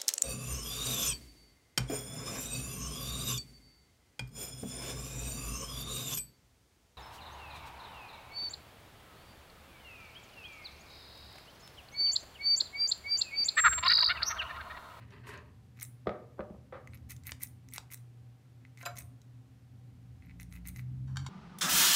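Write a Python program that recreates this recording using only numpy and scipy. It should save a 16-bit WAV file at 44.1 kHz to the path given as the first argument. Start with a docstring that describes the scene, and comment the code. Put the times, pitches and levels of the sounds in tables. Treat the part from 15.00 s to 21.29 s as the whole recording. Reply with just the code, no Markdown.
"""Steel scissors with plastic grips open and close on threads over a table in a quiet room.
Cloth rustles first: shaped noise. Blade ticks and rubbing ring the steel throughout; gliding noise is their song.
Something wooden is knocked from 1 to 2 s, while the hum sinks; the grips snap together from 2 to 3 s.
Near 4 s the blades strike the metal thread stand. From 5 s a vehicle (sines) draws near; at 6 s plastic clacks.
A humming appliance, a low rumble that comes and goes, and a faint steady noise of air lie under it all."""
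import sys
import numpy as np
from scipy import signal
from scipy.fft import rfft, irfft
from scipy.io import wavfile

SR = 44100
rng = np.random.default_rng(int(sys.argv[2]) if len(sys.argv) > 2 else 0)


def int16_out(signal):
    """Quantize to a 16-bit WAV file."""
    q = np.round(np.clip(np.atleast_2d(signal).T, -1, 1) * 32767)
    wavfile.write(sys.argv[1], SR, q.astype(np.int16))


N = 277389

# blade ticks: t/s, force/dB, place of contact (0 pivot - 1 tips)
TICKS = [(0.376, -41, 0.525), (0.799, -30, 0.64), (0.811, -25.5, 0.62), (0.8233, -24.5, 0.73),
         (0.8282, -14.5, 0.89), (0.8505, -35.5, 0.555), (1.874, -31, 0.3), (1.935, -34, .1),
         (1.945, -39, 0.045), (2.102, -32, 0.81), (2.1061, -24, 0.74), (2.1187, -22.5, 0.79),
         (2.1646, -34.5, 0.58), (2.236, -36, 0.62), (2.269, -17.5, 0.812), (2.2747, -28, 0.26),
         (2.2934, -31, .03), (2.3105, -30, 0.95), (2.4205, -25, 0.75), (2.4252, -27, .75),
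         (2.4304, -17, 0.88), (2.434, -12, 0.91), (2.4722, -37, .56), (2.687, -34, 0.61),
         (2.7135, -39, 0.73), (2.725, -40.5, .7), (2.7365, -18, 0.766), (2.745, -30.5, 0.76),
         (2.76, -23, 0.77), (2.903, -42.5, 0.11), (2.923, -27, 0.8), (2.935, -20, 0.85),
         (2.9436, -20.5, 0.82), (2.9748, -38, 0.61), (3.651, -44, 0.036), (3.7741, -32, 0.39),
         (3.7881, -38, 0.31), (3.8125, -30, .08), (3.824, -38, 0.05), (3.829, -34.5, 0.573),
         (3.959, -42, 0.47), (3.968, -30, 0.56), (3.9739, -27, 0.57), (3.9843, -25, 0.7),
         (3.988, -18, 0.84), (4.0217, -37, 0.53), (4.2171, -43, 0.56), (5.2235, -42, .03),
         (5.2498, -48, .03), (5.269, -49.5, .03), (5.296, -45.5, .03), (5.3105, -44, .03),
         (5.399, -26, 0.3), (5.411, -38, 0.43), (5.419, -32, 0.24), (5.4302, -30.5, 0.71),
         (5.525, -27, 0.37), (5.539, -33.5, 0.25), (5.554, -46, .03), (5.557, -40, .9),
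         (5.5633, -35.5, 0.033), (5.573, -46, .03), (5.6545, -36, 0.058), (5.673, -20, .9),
         (5.6842, -22.5, 0.85), (5.6893, -22, 0.83), (5.7614, -28.5, 0.385), (5.7718, -33, 0.34),
         (5.7939, -32.5, 0.034)]
# ringing tones of the scissors: f/Hz, relative level/dB, time to fall 60 dB/s
SCISSORS_MODES = [(1452, -15.5, 0.015), (2055, -0.5, 0.019), (2235, -1, 0.01566), (2519, -8.5, 0.017),
                  (3650, -14.5, 0.012), (4004, -11, 0.0081), (5832, -6.5, 0.007), (6410, -3.5, 0.01036),
                  (7250, -9.5, 0.005), (9130, -4, 0.013), (11770, -14, 0.0048), (13800, -8, 0.007),
                  (15900, 0.5, 0.0051)]
# parts of the steel: low f/Hz, high f/Hz, place (0-1), tick loss over the whole blade/dB,
# level heard bare/dB, slips per s, how much sliding rings the modes/dB
STEEL_PARTS = [(1150, 4056, 0, 27.5, -18, 800, -1), (3100, 7900, 0.54, 39.5, -5, 1400, -0.5),
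               (7700, 21300, 0.93, 29, -2.5, 1800, -14)]
# blades open: parting t/s, slide crest before it/s, slide length/s, pivot level/dB, edge level/dB,
# song before/dB, song after/dB, ring level/dB
OPENINGS = [(0.821, 0.013, 0.11, -63.5, -63, -57, -49.5, -57.5),
            (2.12, 0.011, 0.0504, -58, -46.5, -59, -70, -72),
            (2.433, 0.0057, 0.074, -59.5, -48, -58, -60, -63),
            (2.942, 0.01716, 0.05, -60.5, -47, -80, -61, -69.5),
            (3.986, 0.0024, 0.072, -61.5, -50, -77, -61, -61),
            (5.425, 0.018, 0.044, -66.5, -54.5, -62, -89, -83),
            (5.692, 0.017, 0.07, -62.5, -58, -70, -86, -70.5)]
# blades close: song start t/s, slide crest after it/s, slide length/s, pivot level/dB, edge level/dB,
# song length/s, song level/dB
CLOSINGS = [(1.936, 0.01545, 0.046, -61.5, -63, 0.0236, -65),
            (2.268, 0.028, 0.078, -60, -53.5, 0.0233, -53),
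            (2.733, 0.036, 0.075, -59.5, -52, 0.0275, -49.5),
            (3.793, 0.031, 0.087, -63.5, -58.5, 0.033, -79), (5.223, 0.075, 0.12, -74, -98, 0.077, -80),
            (5.522, 0.042, 0.1, -68, -59, 0.036, -64), (5.754, 0.045, 0.11, -67.5, -61.5, 0.036, -65)]
# plastic grips meet: t/s, force/dB
SNAPS = [(1.974, -40), (2.3196, -13), (2.7811, -12)]
# blades strike the stand: t/s, drive level/dB, relative treble/dB, contact falls 60 dB in/s
STRIKES = [(3.8275, -45, -7, 0.023), (3.852, -49, 15.5, 0.02), (3.857, -41.5, 13.5, 0.0112),
           (3.8605, -33, -9, 0.0161), (3.867, -38, -18, 0.016), (3.902, -52, -12, 0.035)]
# ringing tones of the metal stand: f/Hz, relative level/dB, time to fall 60 dB/s
STAND_MODES = [(479, -15, 0.19), (575, -9.5, 0.077), (707, -5.5, 0.16), (1120, -2, 0.057),
               (1397, -4, 0.099), (1530, 6.5, 0.016), (1780, 1, 0.0086), (2227, -2.5, 0.062),
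               (2620, -0.5, 0.018), (4000, 0.5, 0.039), (4950, -8.5, 0.0293), (6040, -20, 0.398),
               (7320, -2, 0.027), (12720, -4, 0.048), (14690, -23, 0.104)]
# dry clacks on a plastic housing: t/s, drive level/dB, relative treble/dB, contact falls 60 dB in/s
CLACKS = [(.105, -65, 11, 0.0094), (6.072, -44.5, -11, 0.51), (6.158, -37, -8.5, 0.015),
          (6.169, -28.5, -1, 0.015), (6.185, -48, 3, 0.21), (6.245, -42, -11, 0.074),
          (6.263, -33.5, -0.5, 0.025)]
# ringing tones of the plastic housing: f/Hz, relative level/dB, time to fall 60 dB/s
HOUSING_MODES = [(1110, -6, 0.012), (1530, 3.5, 0.0042), (2250, -4, 0.014), (3220, -3, 0.011),
                 (3780, -6, 0.011), (4540, 1, 0.0098), (5720, 2, 0.0088), (6900, 1.5, 0.0054)]
# dull knocks: t/s, drive level/dB, relative treble/dB, contact falls 60 dB in/s, push on the floor/dB
KNOCKS = [(1.058, -47, -22, 0.068, -50), (1.069, -26, -0.5, 0.033, -32), (1.0924, -30, -1, 0.0027, -57.5),
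          (1.098, -40.5, 1, 0.43, -67), (1.379, -47, -16, 0.067, -66.5), (1.391, -27.5, -15, 0.03, -36.5),
          (1.405, -36, 1, 0.0069, -71), (1.5, -41, -18, 0.0056, -40), (1.544, -52.5, -13, 0.0134, -56),
          (1.723, -39.5, 0, 0.042, -59), (1.736, -46.5, 9.5, 0.25, -60)]
# ringing tones of the wood: f/Hz, relative level/dB, time to fall 60 dB/s
WOOD_MODES = [(382, -6.5, 0.0866), (524, 1.5, 0.031), (609, -0.5, 0.022), (720, -6, 0.015),
              (900, -4, 0.006), (1250, 5, 0.007), (1770, 1.5, 0.00512), (3250, -13, 0.0032)]
# low tones of the floor: f/Hz, relative level/dB, time to fall 60 dB/s
FLOOR_MODES = [(73, -8, 0.15), (215, 6, 0.0407)]
# cloth scuffs: crest t/s, body level/dB, treble level/dB, body swell/dB per s, body fade/dB per s
SCUFFS = [(.012, -63.5, -93.5, 299, 110), (.11, -64.5, -80, 1500, 79), (.17, -68.5, -91, 198, 400),
          (0.274, -51, -55.5, 501, 124), (0.337, -56.5, -70.5, 300, 301), (0.414, -75, -84, 400, 252)]
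# colour of the cloth noise: f/Hz, relative level/dB per Hz
CLOTH_SPECTRUM = [(280, -27), (398, 2), (498, -11), (601, -3), (835, -24), (929, -3), (1120, -3.5),
                  (1450, -10.5), (1860, -2.5), (2250, -12), (2650, -8), (3500, -21), (4500, -19),
                  (5100, -27), (11000, -120)]
# engine loudness as the vehicle nears: t/s, level/dB
NEARING = [(4.95, -95), (5.3, -57.5), (5.63, -49.5), (5.8, -43), (6.0, -43.5), (6.15, -40.5), (6.29, -46)]
# engine tones: multiple of the firing rate, relative level idling/dB, relative level pulling/dB
ENGINE_ORDERS = [(1, -0.5, -16.5), (2, -22, 2.5), (3, -3.5, -14.5)]
# the hum sinks for a moment: t/s, change in level/dB
HUM_DIP = [(1.08, -1), (1.16, -11), (1.74, -8.5), (1.84, 1)]
# narrow wavering tones of the hum: f/Hz, width/Hz, level/dB
HUM_TONES = [(120.2, 15, -63), (260.8, 5.26, -70.5), (768, 4.3, -84)]
# loudness of the low rumble: t/s, level/dB
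RUMBLE = [(0.0, -56), (0.49, -56.5), (1.21, -68.5), (2.05, -51.5), (3.71, -72), (4.01, -54), (4.2, -67),
          (5.32, -53.5), (5.46, -56.5), (6.29, -45.5)]
# colour of the low rumble: f/Hz, relative level/dB per Hz
RUMBLE_SPECTRUM = [(15, -71), (25, -64), (54, -10), (81, 3.5), (127, -6), (221, -13), (250, -9),
                   (320, -23.5), (550, -120)]
# colour of the air noise: f/Hz, relative level/dB per Hz
AIR_SPECTRUM = [(76, -31.5), (130, -6.5), (147, -19.5), (228, -22), (263, -32), (291, -25.5), (410, -28.5),
                (706, -34.5), (1100, -37.5), (2090, -39.5), (16000, -54)]
# how long the room rings: f/Hz, time to fall 60 dB/s
ROOM = [(100, 0.37), (700, 0.56), (1840, 0.2333), (4850, 0.22), (12000, 0.19)]

TICK_T60_S, TICK_RISE_S = 0.0039, 0.0008
TICK_VARIES_DB = 4.5   # each tick strikes each mode more or less
CLICK_DB = 8   # the hard first instant of a tick is what rings the modes
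OPENING_BUILD, CLOSING_BUILD = 0.4444, 0.71   # share of a slide before its crest
MIDDLE_DB = -9   # mid-blade, relative to the mean of pivot and edge levels
SNAP_LOW_HZ, SNAP_HIGH_HZ = 650, 8900
SNAP_T60_S, SNAP_TAIL_DB = .008, 13.5   # the tail is set this far below the first click
# the free blade sings: pitch when shut, when parting and when wide open
SHUT_HZ, PARTING_HZ, OPEN_HZ = 15800, 9080, 7300
BEFORE_S, AFTER_S = 0.015, 0.025   # song time on each side of the parting
LEAD_S, LEAD_DB = .035, 17   # a lower song, fainter by LEAD_DB, leads into each closing
RING_HZ, RING_WIDTH_HZ, RING_T60_S = 9350, 1100, .3   # rough ring after parting
FIRST_TOUCH_DB = -17.5   # a 10 ms blow starts with a hard instant; longer contacts start softer
BOOM_LAG_S = 0.00624
TREBLE_STEEPER = 3.1   # cloth treble swells and fades this much faster than its body
IDLE_HZ, PULL_HZ, REV_HZ_PER_S = 58.7, 61.9, 11.7   # the engine idles, pulls, then keeps rising
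PULL_S, PULL_TAKES_S = 5.68, 0.107
MAINS_HZ, MAINS_DB, MAINS_WAVERS_DB = 120.15, -56.5, 2   # the core of the hum
AIR_DB = -64.5
STOP_HZ = 16450   # from here up the cut is at least 70 dB


def scissors():
    """Ticks and rubbing drive three parts of the steel, heard partly bare and partly through ringing modes."""
    s, force_db, place = np.transpose(TICKS)
    varies_db = TICK_VARIES_DB * rng.standard_normal((len(s), len(SCISSORS_MODES)))
    humps, part_slide_db = slides()
    grip = from_db(4.5 * lumps(73) - 3.0)   # the edges stick and slip
    out = grip_snaps()
    for row, slide_db in zip(STEEL_PARTS, part_slide_db):
        low, high, part, loss_db, bare_db, slips, rings_db = row
        friction = from_db(slide_db) @ humps * grip * grains(slips, 2.3)
        friction *= np.sqrt(SR / (high - low))   # makes up for the narrow band
        tick_db = force_db - loss_db * np.abs(place - part)   # weaker away from the contact
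        force = bursts(s, tick_db, TICK_T60_S, TICK_RISE_S) + friction
        rung = 0
        for (hz, db, t60), own_db in zip(SCISSORS_MODES, varies_db.T):
            if low <= hz < high:
                push = clicks(s, tick_db + own_db + CLICK_DB) + from_db(rings_db) * friction
                rung = rung + from_db(db - 20) * ring(push, hz, t60)
        bare = band(band(force, low, high), low, high)
        out = out + from_db(bare_db) * bare + band(rung, 0.97 * low, 16600)
    return out + singing_blades()


def slides():
    """Each opening or closing rubs the edges: pressure rises to a crest and falls; levels for three parts."""
    rows = [(s - lead, length, pivot, edge, OPENING_BUILD) for s, lead, length, pivot, edge, *_ in OPENINGS]
    rows += [(s + lag, length, pivot, edge, CLOSING_BUILD) for s, lag, length, pivot, edge, *_ in CLOSINGS]
    t = np.arange(N) / SR
    humps = np.array([np.interp(t, [at - build * length, at, at + (1 - build) * length], [0, 1, 0])
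                      for at, length, _, _, build in rows])
    _, _, pivot_db, edge_db, _ = np.transpose(rows)
    return humps, [pivot_db, (pivot_db + edge_db) / 2 + MIDDLE_DB, edge_db]


def grip_snaps():
    """The plastic grips meet: a click, then a short rough contact, both kept to a middle band."""
    s, force_db = np.transpose(SNAPS)
    tail = bursts(s + 0.00029, force_db - SNAP_TAIL_DB, SNAP_T60_S, rise_s=.0001)
    return band(band(clicks(s, force_db) + tail, SNAP_LOW_HZ, SNAP_HIGH_HZ), 400, 8800)


def singing_blades():
    """The free blade's song falls on opening and rises on closing; parting leaves a rough dying ring."""
    out, t = np.zeros(N), np.arange(N) / SR
    glides = [(start, length, PARTING_HZ, SHUT_HZ, db) for start, *_, length, db in CLOSINGS]
    glides += [(start - LEAD_S, LEAD_S, OPEN_HZ, PARTING_HZ, db - LEAD_DB) for start, *_, db in CLOSINGS]
    for s, *_, before_db, after_db, _ in OPENINGS:
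        glides.append((s - BEFORE_S, BEFORE_S, SHUT_HZ, PARTING_HZ, before_db))
        glides.append((s, AFTER_S, PARTING_HZ, OPEN_HZ, after_db))
    for start, length, start_hz, end_hz, db in glides:
        at, hz = round(start * SR), np.geomspace(start_hz, end_hz, round(length * SR))
        swell = np.sqrt(np.hanning(len(hz)))
        out[at:at + len(hz)] += from_db(db) * swell * narrow_noise(hz, width_hz=250)
    out *= from_db(-14 * np.maximum(lumps(60) + .3, 0))   # uneven grip breaks the tone into patches
    dying = sum(from_db(db - 60 * np.abs(t - s) / RING_T60_S) * (t >= s) for s, *_, db in OPENINGS)
    ring_hz = RING_HZ * (1 + .03 * lumps(4))   # the pitch of the ring wanders
    rings = narrow_noise(ring_hz, RING_WIDTH_HZ) + narrow_noise(1.49 * ring_hz, RING_WIDTH_HZ) / 2
    return out + dying * rings


def stand_strikes():
    """Blades hit the metal stand, whose modes ring on after a rough contact."""
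    return struck(STRIKES, STAND_MODES, floor_hz=437, split_hz=2590, rise_s=0.0035, ring_db=4.0, crack_db=27.0)


def housing_clacks():
    """Blows on a plastic housing, whose modes die within milliseconds."""
    return struck(CLACKS, HOUSING_MODES, floor_hz=770, split_hz=1820, rise_s=0.0016, ring_db=4.5, crack_db=16.0)


def wooden_knocks():
    """Blows ring the wood and push the floor; distance dulls both."""
    wood = struck(KNOCKS, WOOD_MODES, floor_hz=347, split_hz=1210, rise_s=0.0013, ring_db=5.0, crack_db=-10.0)
    return signal.sosfilt(signal.butter(2, 4500, fs=SR, output="sos"), wood + booms())


def booms():
    """Soft pushes into the low modes of the floor, just after each knock."""
    pushes = clicks([s + BOOM_LAG_S for s, *_ in KNOCKS], [db for *_, db in KNOCKS])
    soft = signal.lfilter(*signal.butter(2, 300, fs=SR), pushes + 1e-18)
    return sum(from_db(db) * ring(soft, hz, t60) for hz, db, t60 in FLOOR_MODES)


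def rustle():
    """Cloth dragged over cloth: uneven scuffing with a bright crest."""
    t, body, treble = np.arange(N) / SR, 0, 0
    for crest, db, treble_db, swell, fade in SCUFFS:
        below_db = np.maximum(np.where(t < crest, swell * (t - crest), fade * (crest - t)), -100)
        body = body + from_db(db + below_db)
        treble = treble + from_db(treble_db + TREBLE_STEEPER * below_db)
    crackle = from_db(3.2 * lumps(35) + 1.3 * lumps(300))
    bright = crackle * rms_one(band(grains(5200, 1.6), 2300, 11900))
    return body * crackle * coloured(CLOTH_SPECTRUM) + treble * bright


def vehicle():
    """Engine tones are sines at multiples of the firing rate; under load the second one takes over."""
    t = np.arange(N) / SR
    load = np.clip((t - PULL_S) / PULL_TAKES_S, 0, 1)
    hz = IDLE_HZ + load * (PULL_HZ - IDLE_HZ)
    hz += REV_HZ_PER_S * np.maximum(t - PULL_S - PULL_TAKES_S, 0)
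    phase = 2 * np.pi * np.cumsum(hz) / SR
    orders = sum(from_db(idle_db + load * (pull_db - idle_db)) * np.sin(k * phase)
                 for k, idle_db, pull_db in ENGINE_ORDERS)
    return np.sqrt(2) * from_db(in_time(NEARING)[0]) * orders


def hum():
    """An appliance: a sine that wavers a little, and noise through narrow resonances that swells and fades."""
    core_db = MAINS_DB + in_time(HUM_DIP, outside=0)[0] + MAINS_WAVERS_DB * lumps(2.85)
    core = np.sqrt(2) * from_db(core_db) * np.sin(2 * np.pi * MAINS_HZ * np.arange(N) / SR)
    for hz, width, db in HUM_TONES:
        t60 = np.log(1000) / (np.pi * width)   # a narrower tone rings longer
        core = core + from_db(db) * rms_one(ring(rng.standard_normal(N), hz, t60))
    return core


def rumble():
    """Low coloured noise whose level comes and goes."""
    return from_db(in_time(RUMBLE, outside=None)[0]) * coloured(RUMBLE_SPECTRUM)


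def air():
    """Steady coloured noise, strongest in the bass."""
    return from_db(AIR_DB) * coloured(AIR_SPECTRUM)


def room(x):
    """Echoes blur into octave bands of noise that fade in over 1.7 ms and die at their own rates."""
    t, tail = np.arange(SR // 2) / SR, 0
    for hz in 110 * 2. ** np.arange(8):
        if hz < 15000:
            noise = band(rng.standard_normal(len(t)), hz / np.sqrt(2), hz * np.sqrt(2))
            tail = tail + noise * from_db(-60 * t / at_hz(ROOM, hz))
    tail *= np.clip(t / 0.0017, 0, 1) / np.sqrt(SR)
    return signal.fftconvolve(x, tail)[:N]


def struck(events, modes, floor_hz, split_hz, rise_s, ring_db, crack_db):
    """Each blow is a short rough contact; it rings the modes, the high ones by the treble column, and cracks."""
    low, high = 0, 0
    for s, level, treble, contact_s, *_ in events:
        contact = signal.lfilter([1], [1, -.6], bursts([s], [level], contact_s, rise_s))
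        contact = contact / np.sqrt(contact_s * SR)
        touch_db = level + FIRST_TOUCH_DB + 20 * np.log10(.01 / contact_s)
        contact = contact + clicks([s + rise_s], [touch_db])
        low, high = low + contact, high + from_db(treble) * contact
    low = band(low, floor_hz, 1.8 * split_hz)   # the low modes take up neither deep bass nor treble
    rung = sum(from_db(db + ring_db) * ring(high if hz > split_hz else low, hz, t60) for hz, db, t60 in modes)
    thin = signal.sosfilt(signal.butter(2, floor_hz, "high", fs=SR, output="sos"), rung)
    crack = band(band(high, split_hz, 3.33 * split_hz), split_hz / 2, 8.2 * split_hz)
    return thin + from_db(crack_db) * crack


def bursts(times, levels_db, t60, rise_s):
    """Contacts: rough force that builds in about rise_s and dies in t60."""
    lag = np.exp(-1 / (rise_s * SR))
    dying = signal.lfilter([1], [1, -from_db(-60 / (t60 * SR))], clicks(times, levels_db) + 1e-18)
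    return signal.lfilter([1 - lag], [1, -lag], dying) * rng.choice([-1, 1], N)


def clicks(times, levels_db):
    """Single-sample pushes."""
    out = np.zeros(N)
    out[np.round(np.asarray(times) * SR).astype(int)] = from_db(levels_db)
    return out


def ring(x, hz, t60):
    """A unit click sets a dying sine of starting height 1 ringing."""
    r, w = from_db(-60 / (t60 * SR)), 2 * np.pi * hz / SR
    return signal.lfilter([0, np.sin(w)], [1, -2 * r * np.cos(w), r * r], x + 1e-18)


def grains(per_s, spread_db):
    """Many uneven tiny slips at random moments; rms 1."""
    sizes = from_db(spread_db * np.minimum(rng.exponential(1, N), 5)) * rng.choice([-1, 1], N)
    return rms_one(sizes * (rng.random(N) < per_s / SR))


def narrow_noise(hz, width_hz):
    """A rough tone: slow noise carried on a moving pitch."""
    slow = signal.lfilter(*signal.butter(2, width_hz / SR), rng.standard_normal((2, len(hz) + 500)))
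    slow = slow[:, 500:]   # skip the filter's start
    phase = 2 * np.pi * np.cumsum(hz) / SR
    return (slow[0] * np.cos(phase) + slow[1] * np.sin(phase)) * np.sqrt(2 * SR / width_hz)


def lumps(per_s):
    """Slow random ups and downs; rms 1."""
    r = np.exp(-2 * np.pi * per_s / SR)
    return rms_one(signal.lfilter([1], [1, -2 * r, r * r], rng.standard_normal(N)))


def coloured(spectrum):
    """Noise with a given spectrum; rms 1."""
    hz = np.maximum(np.fft.rfftfreq(N, 1 / SR), 1)
    inside = (hz >= spectrum[0][0]) & (hz <= spectrum[-1][0])
    return rms_one(irfft(rfft(rng.standard_normal(N)) * from_db(at_hz(spectrum, hz)) * inside, N))


def band(x, low_hz, high_hz):
    """Keeps the sound between two frequencies."""
    return signal.sosfilt(signal.butter(2, [low_hz, high_hz], "band", fs=SR, output="sos"), x + 1e-18)


def in_time(rows, outside=-120):
    """Columns of a curve, sample by sample; None holds the end values."""
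    s, *columns = np.transpose(rows)
    return np.array([np.interp(np.arange(N) / SR, s, c, outside, outside) for c in columns])


def at_hz(points, hz):
    """A curve read on a log-frequency axis."""
    return np.interp(np.log(hz), np.log(np.array(points)[:, 0]), np.array(points)[:, 1])


def rms_one(x):
    """Scaled to rms 1."""
    return x / np.sqrt(np.mean(x ** 2) + 1e-20)


def from_db(db):
    """Gain of a level."""
    return 10 ** (np.asarray(db) / 20)


def scene():
    """Every source is heard directly; the steel sends the least to the room, the cloth the most."""
    steel, cloth = scissors(), rustle()
    hard = stand_strikes() + housing_clacks()
    far = wooden_knocks()
    wet = room(from_db(6.0) * steel + from_db(10.0) * hard + from_db(11.0) * far + from_db(12.0) * cloth)
    background = vehicle() + hum() + rumble() + air()   # these skip the room echo
    return (steel + hard + far + cloth + wet + background)[None]


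def record(dry):
    """The microphone drops the deep bass; the top is cut steeply."""
    thin = signal.sosfilt(signal.butter(3, 45, "high", fs=SR, output="sos"), dry)
    return signal.sosfilt(signal.cheby2(14, 70, STOP_HZ, fs=SR, output="sos"), thin)


dry = scene()
out = record(dry)
int16_out(out)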